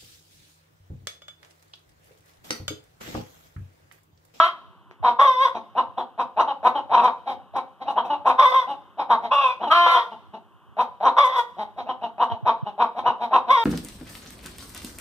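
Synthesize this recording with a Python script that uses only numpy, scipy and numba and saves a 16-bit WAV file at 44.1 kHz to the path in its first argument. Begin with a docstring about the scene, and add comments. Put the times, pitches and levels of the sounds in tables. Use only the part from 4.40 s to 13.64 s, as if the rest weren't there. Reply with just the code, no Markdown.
"""Hens in a brick coop

Runs of short clucks, broken by long high and low squawks from several hens. Each voice is
syrinx pulses and breath noise filtered by throat, chest, mouth and beak, with echoes of decaying noise.
A crate is tapped once. The hand-held two-port recorder adds thumps, a low rumble and capsule hiss
to the faint air of the coop."""
import sys
import numpy as np
from scipy import signal
from scipy.fft import rfft, irfft, next_fast_len
from scipy.io import wavfile
from scipy.ndimage import uniform_filter1d
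from numba import njit

SR = 44100
rng = np.random.default_rng(int(sys.argv[2]) if len(sys.argv) > 2 else 0)


def unload_wav(signal):
    """Save mono or channel-first audio to the path in sys.argv[1] as 16-bit WAV at rate SR, clipped to [-1, 1]."""
    wavfile.write(
        sys.argv[1],
        SR,
        np.round(np.clip(np.atleast_2d(signal).T, -1, 1) * 32767).astype(np.int16),
    )


N = 407484

# One row per cluck: t/s, level/dB before its swell, rise/s, length/s, pitch f/Hz before its arch, mouth f/Hz
CLUCK_CALLS = [(0.624, -19, 0.027, 0.0943, 246.3, 2048), (1.142, -33.5, 0.0089, 0.044, 236.2, 2320),
               (1.35, -21.5, 0.03, 0.0658, 248.9, 2786), (1.567, -27, 0.017, 0.058, 250.8, 3325),
               (1.774, -23.5, 0.027, 0.0554, 248.8, 2385), (1.962, -16.5, 0.035, 0.062, 248.1, 2660),
               (2.064, -26.5, 0.02, 0.0638, 273.8, 2880), (2.228, -16, 0.034, 0.059, 246.9, 2315),
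               (2.338, -27.5, 0.018, 0.07, 274.3, 2960), (2.494, -17, 0.044, 0.075, 251.5, 2240),
               (2.554, -19.5, 0.025, 0.075, 232.1, 2480), (2.612, -17.5, 0.03, 0.079, 248, 2270),
               (2.855, -29.5, 0.022, 0.087, 260.9, 2160), (3.134, -26, 0.03, 0.066, 263.6, 2174),
               (3.4, -35.5, 0.018, 0.043, 258.7, 1865), (3.451, -27, 0.035, 0.071, 272, 2720),
               (3.554, -20, 0.026, 0.05446, 236, 2967), (3.634, -35, 0.015, 0.051, 246.4, 2400),
               (3.684, -26, 0.02, 0.075, 287.2, 2810), (3.845, -17.5, 0.025, 0.0822, 253.1, 2470),
               (4.263, -31.5, 0.024, 0.082, 278, 2850), (4.572, -25.5, 0.027, 0.0587, 275.7, 2205),
               (4.689, -17.5, 0.019, 0.067, 229.9, 1914), (4.816, -31.5, 0.026, 0.062, 228.1, 1966),
               (5.193, -27.5, 0.035, 0.076, 238.1, 3012), (5.26, -29.5, 0.015, 0.041, 287.4, 2767),
               (5.707, -40, 0.013, 0.0403, 222.6, 2860), (5.929, -40.5, 0.01, 0.0451, 206.7, 2731),
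               (6.367, -20, 0.032, 0.061, 244, 2340), (6.6, -17, 0.062, 0.0997, 253.5, 2014),
               (7.164, -31, 0.033, 0.077, 208.7, 1852), (7.362, -33, 0.025, 0.063, 251, 2030),
               (7.458, -27.5, 0.041, 0.064, 254.3, 2866), (7.608, -31, 0.023, 0.062, 231, 2800),
               (7.778, -19.5, 0.039, 0.071, 245.8, 2850), (7.898, -32.5, 0.0026, 0.057, 227.5, 2988),
               (8.049, -18.5, 0.026, 0.065, 239.2, 2340), (8.251, -33.5, 0.017, 0.051, 201, 2830),
               (8.378, -19.5, 0.029, 0.072, 239.1, 2320), (8.549, -27, 0.04, 0.054, 255.2, 2020),
               (8.637, -19, 0.031, 0.073, 238.4, 2790), (8.794, -29, 0.024, 0.0755, 236.7, 2108),
               (8.908, -17.5, 0.03, 0.078, 256, 2520), (9.066, -31, 0.015, 0.04, 240.2, 2100)]
# Effort from soft to loud: level/dB at either end
EFFORT_LEVELS = (-29.5, -22.5)
# Values at the (soft, loud) ends: throat f/Hz at full opening, base brightness level/dB, roughness [0-1]
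EFFORT_THROAT = (857, 1000.9)
EFFORT_BRIGHTNESS = (-16, -19.5)
EFFORT_ROUGHNESS = (0.48, 0.5512)
# A wider mouth rings higher and stronger: f/Hz, level/dB
CLUCK_MOUTH_GAIN = [(2100, -1), (2500, 5), (2900, 11.5)]
# Cluck pitch at start, top of the rise and end [share of its pitch]
PITCH_ARCH = (0.72, 1.05, 0.94)
# Beak resonances in a cluck: f/Hz, width/Hz, level/dB
CLUCK_BEAK_RINGS = [(3240, 280, 1), (3726, 420, 3.5)]


def clucks():
    """Each cluck snaps on, swells while the beak opens and the pitch arches, then is choked off."""
    out = np.zeros(N)
    for start, peak_db, rise, length, pitch, mouth in CLUCK_CALLS:
        throat = np.interp(peak_db, EFFORT_LEVELS, EFFORT_THROAT)
        bright_db = np.interp(peak_db, EFFORT_LEVELS, EFFORT_BRIGHTNESS)
        rough = np.interp(peak_db, EFFORT_LEVELS, EFFORT_ROUGHNESS)
        t = np.arange(round((length + 0.024) * SR)) / SR
        opening = np.interp(t, [0, rise, length], [0, 1, 0.85])
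        arch = np.interp(t, [0, rise, length], PITCH_ARCH)
        swell_s = [0, 0.0015, rise, 0.5 * (rise + length), length, length + 0.028]
        swell_db = np.interp(t, swell_s, [-48.5, -15.5, 3.0, 3.5, -5.5, -36.5])
        # soft clucks keep the beak closed, so chest and air sacs stand out
        softness_db = -16.5 - peak_db
        sound = voice(
            pitch * arch, throat * (0.65 + 0.35 * opening),
            mouth, at_hz(CLUCK_MOUTH_GAIN, mouth), CLUCK_BEAK_RINGS,
            chest_db=-12 + 0.067 * softness_db, boom_db=-30 + 0.7 * softness_db,
            bright_db=bright_db - 2.5 + 0.42 * swell_db, rough=rough, half=0.0)
        add(out, amp(peak_db + swell_db) * sound, start)
    return out


# One list per high squawk, from more than one hen: t/s, pitch f/Hz, level/dB, hoarseness [about 0-1]
HIGH_CALLS = [
    [(0.785, 534, -34.5, 0.7), (0.797, 544.3, -10, 0.7), (0.835, 586, -16.5, 1), (0.875, 527.3, -16, 0),
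     (0.969, 502.7, -27, 0.05), (1.039, 550, -13, 0.05), (1.065, 482.6, -19.5, 0.3), (1.088, 485, -28, 0.7)],
    [(3.978, 504.4, -28, 0.5), (3.996, 516, -10.5, 0.9), (4.024, 602.5, -16.5, 1.1),
     (4.056, 508, -12, 0.05), (4.1, 521.3, -21.5, 0.2), (4.132, 524, -21, 1.1), (4.17, 526.8, -16, 0.05),
     (4.21, 502, -23.5, 0.4), (4.25, 469, -38.5, 0.6)],
    [(4.907, 522, -31.5, 0.5), (4.92, 545.6, -17.5, 1.0), (4.935, 576, -18.5, 0.9),
     (4.955, 570.7, -22, 0.5), (4.99, 554.6, -22.5, 0.63), (5.047, 533, -16.5, 0.3),
     (5.095, 499.6, -26, 0.5), (5.13, 488, -29, 0)],
    [(5.46, 510.6, -10, 0.6), (5.502, 532.3, -25.5, 0.6), (5.558, 492.1, -16, 0.6),
     (5.64, 456.3, -34.5, 0.6), (5.67, 428, -43, 0.9)],
    [(6.764, 457, -23.5, 0.8), (6.786, 554, -11.5, 0.9), (6.82, 584.2, -19, 0.5),
     (6.855, 502.7, -17.5, 0.15), (6.9, 503.6, -30.5, 1), (6.94, 524.7, -26.5, 0.7), (6.996, 476, -16, 0.2),
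     (7.035, 450.4, -50, 0)],
    [(9.092, 480.5, -29.5, 0.6), (9.106, 519.8, -9, 0.6), (9.128, 566, -18, 0.4), (9.174, 471.3, -20, 0.1),
     (9.24, 453, -25.5, 0.15)],
]
# One list per low squawk: t/s, pitch f/Hz, level/dB, hoarseness [0-1]
LOW_CALLS = [
    [(0.0, 326.6, -7.5, 0.26), (0.016, 330.2, -17.5, 0.05), (0.042, 337.4, -18, 0.05),
     (0.058, 355, -21.5, 0.86), (0.085, 325.3, -30.5, 0.9), (0.12, 320, -42, 0.9)],
    [(5.298, 304, -37.5, 1), (5.314, 317, -12.5, 0.38), (5.34, 345, -17.5, 0.5), (5.37, 346, -16.5, 0.08),
     (5.46, 347, -19.5, 0.071), (5.52, 338, -20, 0.14), (5.56, 348.4, -22, 0.2), (5.58, 359.6, -21, 0.87),
     (5.62, 330, -43, 0.6)],
]
# One row per squawk: mouth f/Hz at mean pitch, mouth level/dB,
# base beak brightness level/dB for a call at -18 dB, half-pitch share per hoarseness
HIGH_CALL_MOUTHS = [(1852, 4.5, -15.5, 0.55), (1987, 1.5, -14.5, 0.6), (2608, 9, -12, 1.2),
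                    (2005, 0.5, -14.5, 0.84), (1960, 2, -13, 0.797), (2068, 1.5, -12.5, 0.34)]
LOW_CALL_MOUTHS = [(2050, 2.2, -11, 0.14), (1963, 0.071, -11, 0.1)]
# Beak resonances for the high and the low squawks: f/Hz, width/Hz, level/dB
HIGH_BEAK_RINGS = [(3357, 53, 0.28), (3506, 380, 4)]
LOW_BEAK_RINGS = [(2375, 200, -3), (3224, 200, 8.5), (3670, 860, 0)]
HIGH_THROAT_HZ, LOW_THROAT_HZ = 1050.9, 1169
CLEAR_ROUGH, HOARSE_ROUGH = 0.15, 0.65  # roughness at hoarseness 0 and 1
BEAK_STEADY = 0.18  # share of the level swing that the beak does not follow
BEAK_OPEN_S, BEAK_SHUT_DB = 0.016, -12.5  # the beak opens just after the start
SQUAWK_LOW_CUT_HZ = 410  # a stretched neck and open beak radiate little below this


def squawks(calls, throat, mouths, beak, chest_db):
    """Long calls on a held breath; hoarse stretches turn rough and break into half pitch."""
    out = np.zeros(N)
    for rows, (mouth, mouth_db, beak_db, most_half) in zip(calls, mouths):
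        times, *columns = np.transpose(rows)
        t = np.arange(times[0], times[-1], 1 / SR)
        pitch, level_db, hoarse = [np.interp(t, times, column) for column in columns]
        rough = CLEAR_ROUGH + (HOARSE_ROUGH - CLEAR_ROUGH) * hoarse
        swing_db = np.clip(level_db + 18, -10, 10)
        shut = np.clip(1 - (t - times[0]) / BEAK_OPEN_S, 0, 1)
        bright_db = beak_db - BEAK_STEADY * swing_db + BEAK_SHUT_DB * shut
        to_nearest_end = np.minimum(t - times[0] + 0.003, times[-1] - t + 0.0028)
        edges = np.clip(to_nearest_end / 0.0012, 0, 1)
        sound = voice(pitch, throat + 0 * t, mouth, mouth_db, beak, chest_db, -57.5,
                      bright_db, rough, most_half * hoarse)
        add(out, edges * amp(level_db) * sound, times[0])
    low_cut = signal.butter(4, SQUAWK_LOW_CUT_HZ, "high", fs=SR, output="sos")
    return signal.sosfilt(low_cut, out + 1e-18)


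# Chest resonance, one pair: f/Hz, width/Hz
CHEST_RING = (621.4, 394.7)
# Upper resonances shared by all calls: f/Hz, width/Hz, level/dB
RASP_RINGS = [(5137, 560, -12), (5970, 1200, -18.5), (10800, 36000, -21)]
THROAT_WIDTH_HZ, MOUTH_WIDTH_HZ = 250.36, 260


def voice(pitch, throat, mouth, mouth_db, beak, chest_db, boom_db, bright_db, rough, half):
    """Syrinx pulses and pulsed breath pass throat, chest, mouth and beak; low and high parts are evened."""
    count, rough, half = len(pitch), np.clip(rough, 0, 1), np.clip(half, 0, 1)
    jitter = 0.0985 * rough ** 1.495 * wander(count, 261.2)
    phase = 2 * np.pi * (rng.random() + np.cumsum(pitch * (1 + jitter)) / SR)
    orders = np.arange(1, int(17000 / pitch.max()))[:, None]
    pulses = np.cos(orders * phase).sum(axis=0) * np.sqrt(pitch / SR) * 2
    pulses *= 1 + half * np.cos(phase / 2)  # strong-weak pairs give half-pitch lines
    pulses *= amp(8 * rough * wander(count, 90))  # uneven pulse strength
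    breath = rng.standard_normal(count) * (1 + 0.7 * np.cos(phase))  # gated by each cycle
    source = np.sqrt(1 - rough ** 2) * pulses + 0.9 * rough ** 1.5 * breath

    low = glide_twice(source, throat, THROAT_WIDTH_HZ)
    low -= amp(chest_db) * resonate_twice(source, *CHEST_RING)
    low += amp(boom_db) * resonance(source, pitch.mean(), 160)  # air sacs swell with the fundamental

    # the mouth opens as the pitch climbs
    mouth_hz = mouth * (pitch / pitch.mean()) ** 0.8
    high = amp(mouth_db) * glide_twice(source, mouth_hz, MOUTH_WIDTH_HZ)
    for hz, width, db in beak + RASP_RINGS:
        # grainy breath takes a larger share in higher resonances
        grain = breath * amp(8.3 * wander(count, 65))
        airy = source + np.clip(hz / 12000, 0, 1) ** 2 * grain
        high += amp(db) * resonate_twice(airy, hz, width)
    return even(low) + amp(bright_db - 0.5) * even(high)


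KNOCK_S, KNOCK_DB = 0.512, -34


def knock():
    """A dull tap on a crate: a soft click ringing briefly in thin wood."""
    click = np.zeros(N) + 1e-18
    click[round(KNOCK_S * SR)] = 1
    ring = resonance(click, 300, 350) - resonance(click, 1000, 810)
    return amp(KNOCK_DB) * ring / np.abs(ring).max()


# Thumps on the housing: t/s, relative level/dB, length/s
HOUSING_THUMPS = [(0.597, -48.5, 0.057), (2.498, -54.5, 0.042), (7.62, -63, 0.049), (7.912, -38.5, 0.042),
                  (8.026, -39.5, 0.026), (8.064, -50.5, 0.028), (8.226, -34.5, 0.017), (8.676, -44, 0.03)]


def thumps():
    """Each push on the housing starts quick and slackens, so its tone sinks."""
    out = np.zeros(N)
    for start, level_db, length in HOUSING_THUMPS:
        t = np.arange(round(length * SR)) / SR
        cycles = np.cumsum(70 + 150 * np.exp(-t / 0.01)) / SR
        swell = np.sin(np.pi * t / length) ** 0.83
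        add(out, amp(level_db + 16.5) * swell * np.sin(2 * np.pi * cycles), start)
    return out


def rumble():
    """The housing rocks in the hand: noise through two low resonances, its level lumpy."""
    rocking = resonance(resonance(rng.standard_normal(N), 79, 49), 60, 160)
    return amp(-56.5 + 4.5 * wander(N, 20)) * rms_one(rocking)


def handling():
    """Rumble and thumps push one port while pulling the other."""
    return (rumble() + thumps()) * [[0.75], [-1]]


# Echo decay between the brick walls: f/Hz, time to fall 60 dB/s
COOP_DECAY = [(200, 0.397), (1000, 0.22), (3000, 0.16), (8000, 0.097)]
# Echo that differs between the ports: f/Hz, strength relative to the shared echo
ECHO_SPREAD = [(200, 1.0), (600, .45), (1200, .3), (3000, .9), (8000, 4)]
YARD_DB, YARD_T60_S = -24.5, 0.81  # tail of the shed beyond, relative to the coop's start


def coop(x):
    """Dense brick-wall echoes in octave bands of dying noise, and a faint long tail from the shed beyond."""
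    t = np.arange(round(1.2 * SR)) / SR
    tails = np.zeros((2, len(t)))
    for low in 150 * 2.0 ** np.arange(7):
        centre = np.sqrt(2) * low
        band = signal.butter(2, [low, min(2 * low, 19000)], "band", fs=SR, output="sos")
        shared, *own = signal.sosfilt(band, rng.standard_normal((3, len(t))))
        decay = amp(-60 * t / at_hz(COOP_DECAY, centre)) + amp(YARD_DB - 60 * t / YARD_T60_S)
        tails += (shared + at_hz(ECHO_SPREAD, centre) * np.array(own)) * decay
    tails *= np.clip((t - 0.003) / 0.0039, 0, 1)  # silent gap, then the echoes build up
    return amp(-35.0) * signal.fftconvolve(x[None], tails, axes=1)[:, :N]


# Spectrum of the coop air: f/Hz, relative level/dB
AIR_SPECTRUM = [(88, -26), (150, -10.5), (179, -0.5), (372, -9.5), (829, -6), (1070, 1.5), (2290, -30),
                (3050, -14), (3840, -27.5), (4990, -74), (8450, -120)]


def air():
    """Faint coop air: shaped noise, mostly alike at both ports, with a slightly wavering level."""
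    white = rng.standard_normal((3, N))
    gain = amp(at_hz(AIR_SPECTRUM, np.fft.rfftfreq(N, 1 / SR)))
    shaped = irfft(rfft(white[0] + 0.12 * white[1:]) * gain, N)
    return amp(-58.5 + 1.5 * wander(N, 5)) * rms_one(shaped)


def hiss():
    """Capsule noise: white and independent in the two channels."""
    return amp(-78) * rng.standard_normal((2, N))


# The two ports: f/Hz, phase of right ahead of left/rad, left over right level/dB
PORT_OFFSETS = [(0, 0, 1), (1500, 0, 1), (2050, -3.1, 0), (4400, 3.1, 0), (5000, 3.4, 1), (5300, 6.5, 2),
                (6000, 6.5, 4), (6300, 3.6, 5), (7100, 3.1, 7), (15500, -17, 8)]
# Colour of the microphone and nearby crates: f/Hz, level/dB
MICROPHONE_COLOUR = [(120, 3), (260, -1), (365, 7.5), (480, -1), (1400, 3), (1780, 3.5), (2050, 8.5),
                     (6500, -6), (7500, -15.5), (13000, -21.5)]


def ports(x):
    """Spacing and stereo mixing of the two ports turn the phase and tilt the treble to the left."""
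    size = next_fast_len(N + 4096)
    hz, table = np.fft.rfftfreq(size, 1 / SR), np.array(PORT_OFFSETS)
    turn, lean_db = [np.interp(hz, table[:, 0], table[:, k]) for k in (1, 2)]
    shift = np.exp(0.5j * turn) * amp(-lean_db / 2)
    colour = amp(at_hz(MICROPHONE_COLOUR, hz))
    return irfft(rfft(x, size) * colour * np.array([1 / shift, shift]), size)[:, :N]


def amp(db):
    """Gain of a level in dB."""
    return 10 ** (np.asarray(db) / 20)


def at_hz(points, hz):
    """A table read on a log-frequency axis."""
    table = np.array(points)
    return np.interp(np.log(hz + 1), np.log(table[:, 0]), table[:, 1])


def rms_one(x):
    """Scaled to rms 1."""
    return x / np.sqrt(np.mean(x ** 2) + 1e-20)


def even(x):
    """Divided by its own moving rms, with a floor that leaves the faintest parts low."""
    return x / np.sqrt(uniform_filter1d(x ** 2, size=1300) + 0.0029 * np.mean(x ** 2))


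def wander(count, rate):
    """Straight lines between normal draws of spread 1, with a new draw rate times a second."""
    knots = np.arange(0, count + SR / rate, SR / rate)
    return np.interp(np.arange(count), knots, rng.standard_normal(len(knots)))


def resonance(x, hz, width):
    """Two-pole peak of gain 1; a wider peak dies sooner."""
    r = np.exp(-np.pi * width / SR)
    feedback = [1, -2 * r * np.cos(2 * np.pi * hz / SR), r * r]
    return signal.lfilter([(1 - r * r) / 2, 0, -(1 - r * r) / 2], feedback, x)


def resonate_twice(x, hz, width):
    """Two equal resonances in a row, for steeper flanks."""
    return resonance(resonance(x, hz, width), hz, width)


@njit
def gliding_resonance(x, cosine, r):
    """Two-pole peak of gain 1 whose centre moves sample by sample."""
    y = np.zeros(len(x))
    for i in range(2, len(x)):
        y[i] = (1 - r * r) / 2 * (x[i] - x[i - 2]) + 2 * r * cosine[i] * y[i - 1] - r * r * y[i - 2]
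    return y


def glide_twice(x, hz, width):
    """Two equal gliding resonances in a row."""
    r, cosine = np.exp(-np.pi * width / SR), np.cos(2 * np.pi * hz / SR)
    return gliding_resonance(gliding_resonance(x, cosine, r), cosine, r)


def add(track, sound, start):
    """Mixes a sound into the track from a start time in seconds."""
    at = round(start * SR)
    track[at:at + len(sound)] += sound[:N - at]


def scene():
    """Hens, crate tap, their echoes and the air reach the ports; handling noise and hiss go straight in."""
    dry_coop = clucks()
    dry_coop += squawks(HIGH_CALLS, HIGH_THROAT_HZ, HIGH_CALL_MOUTHS, HIGH_BEAK_RINGS, chest_db=-10.0)
    dry_coop += squawks(LOW_CALLS, LOW_THROAT_HZ, LOW_CALL_MOUTHS, LOW_BEAK_RINGS, chest_db=-15.5)
    dry_coop += knock()
    return ports(dry_coop + coop(dry_coop) + air()) + handling() + hiss()


def record(dry):
    """The recorder rounds only the highest peaks and cuts the top above 15400 Hz."""
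    rounded = dry / (1 + (dry / 0.85) ** 4) ** 0.25
    top_cut = signal.ellip(12, 0.5, 70, 15400, fs=SR, output="sos")
    return signal.sosfilt(top_cut, rounded)


dry = scene()
out = record(dry)
unload_wav(out)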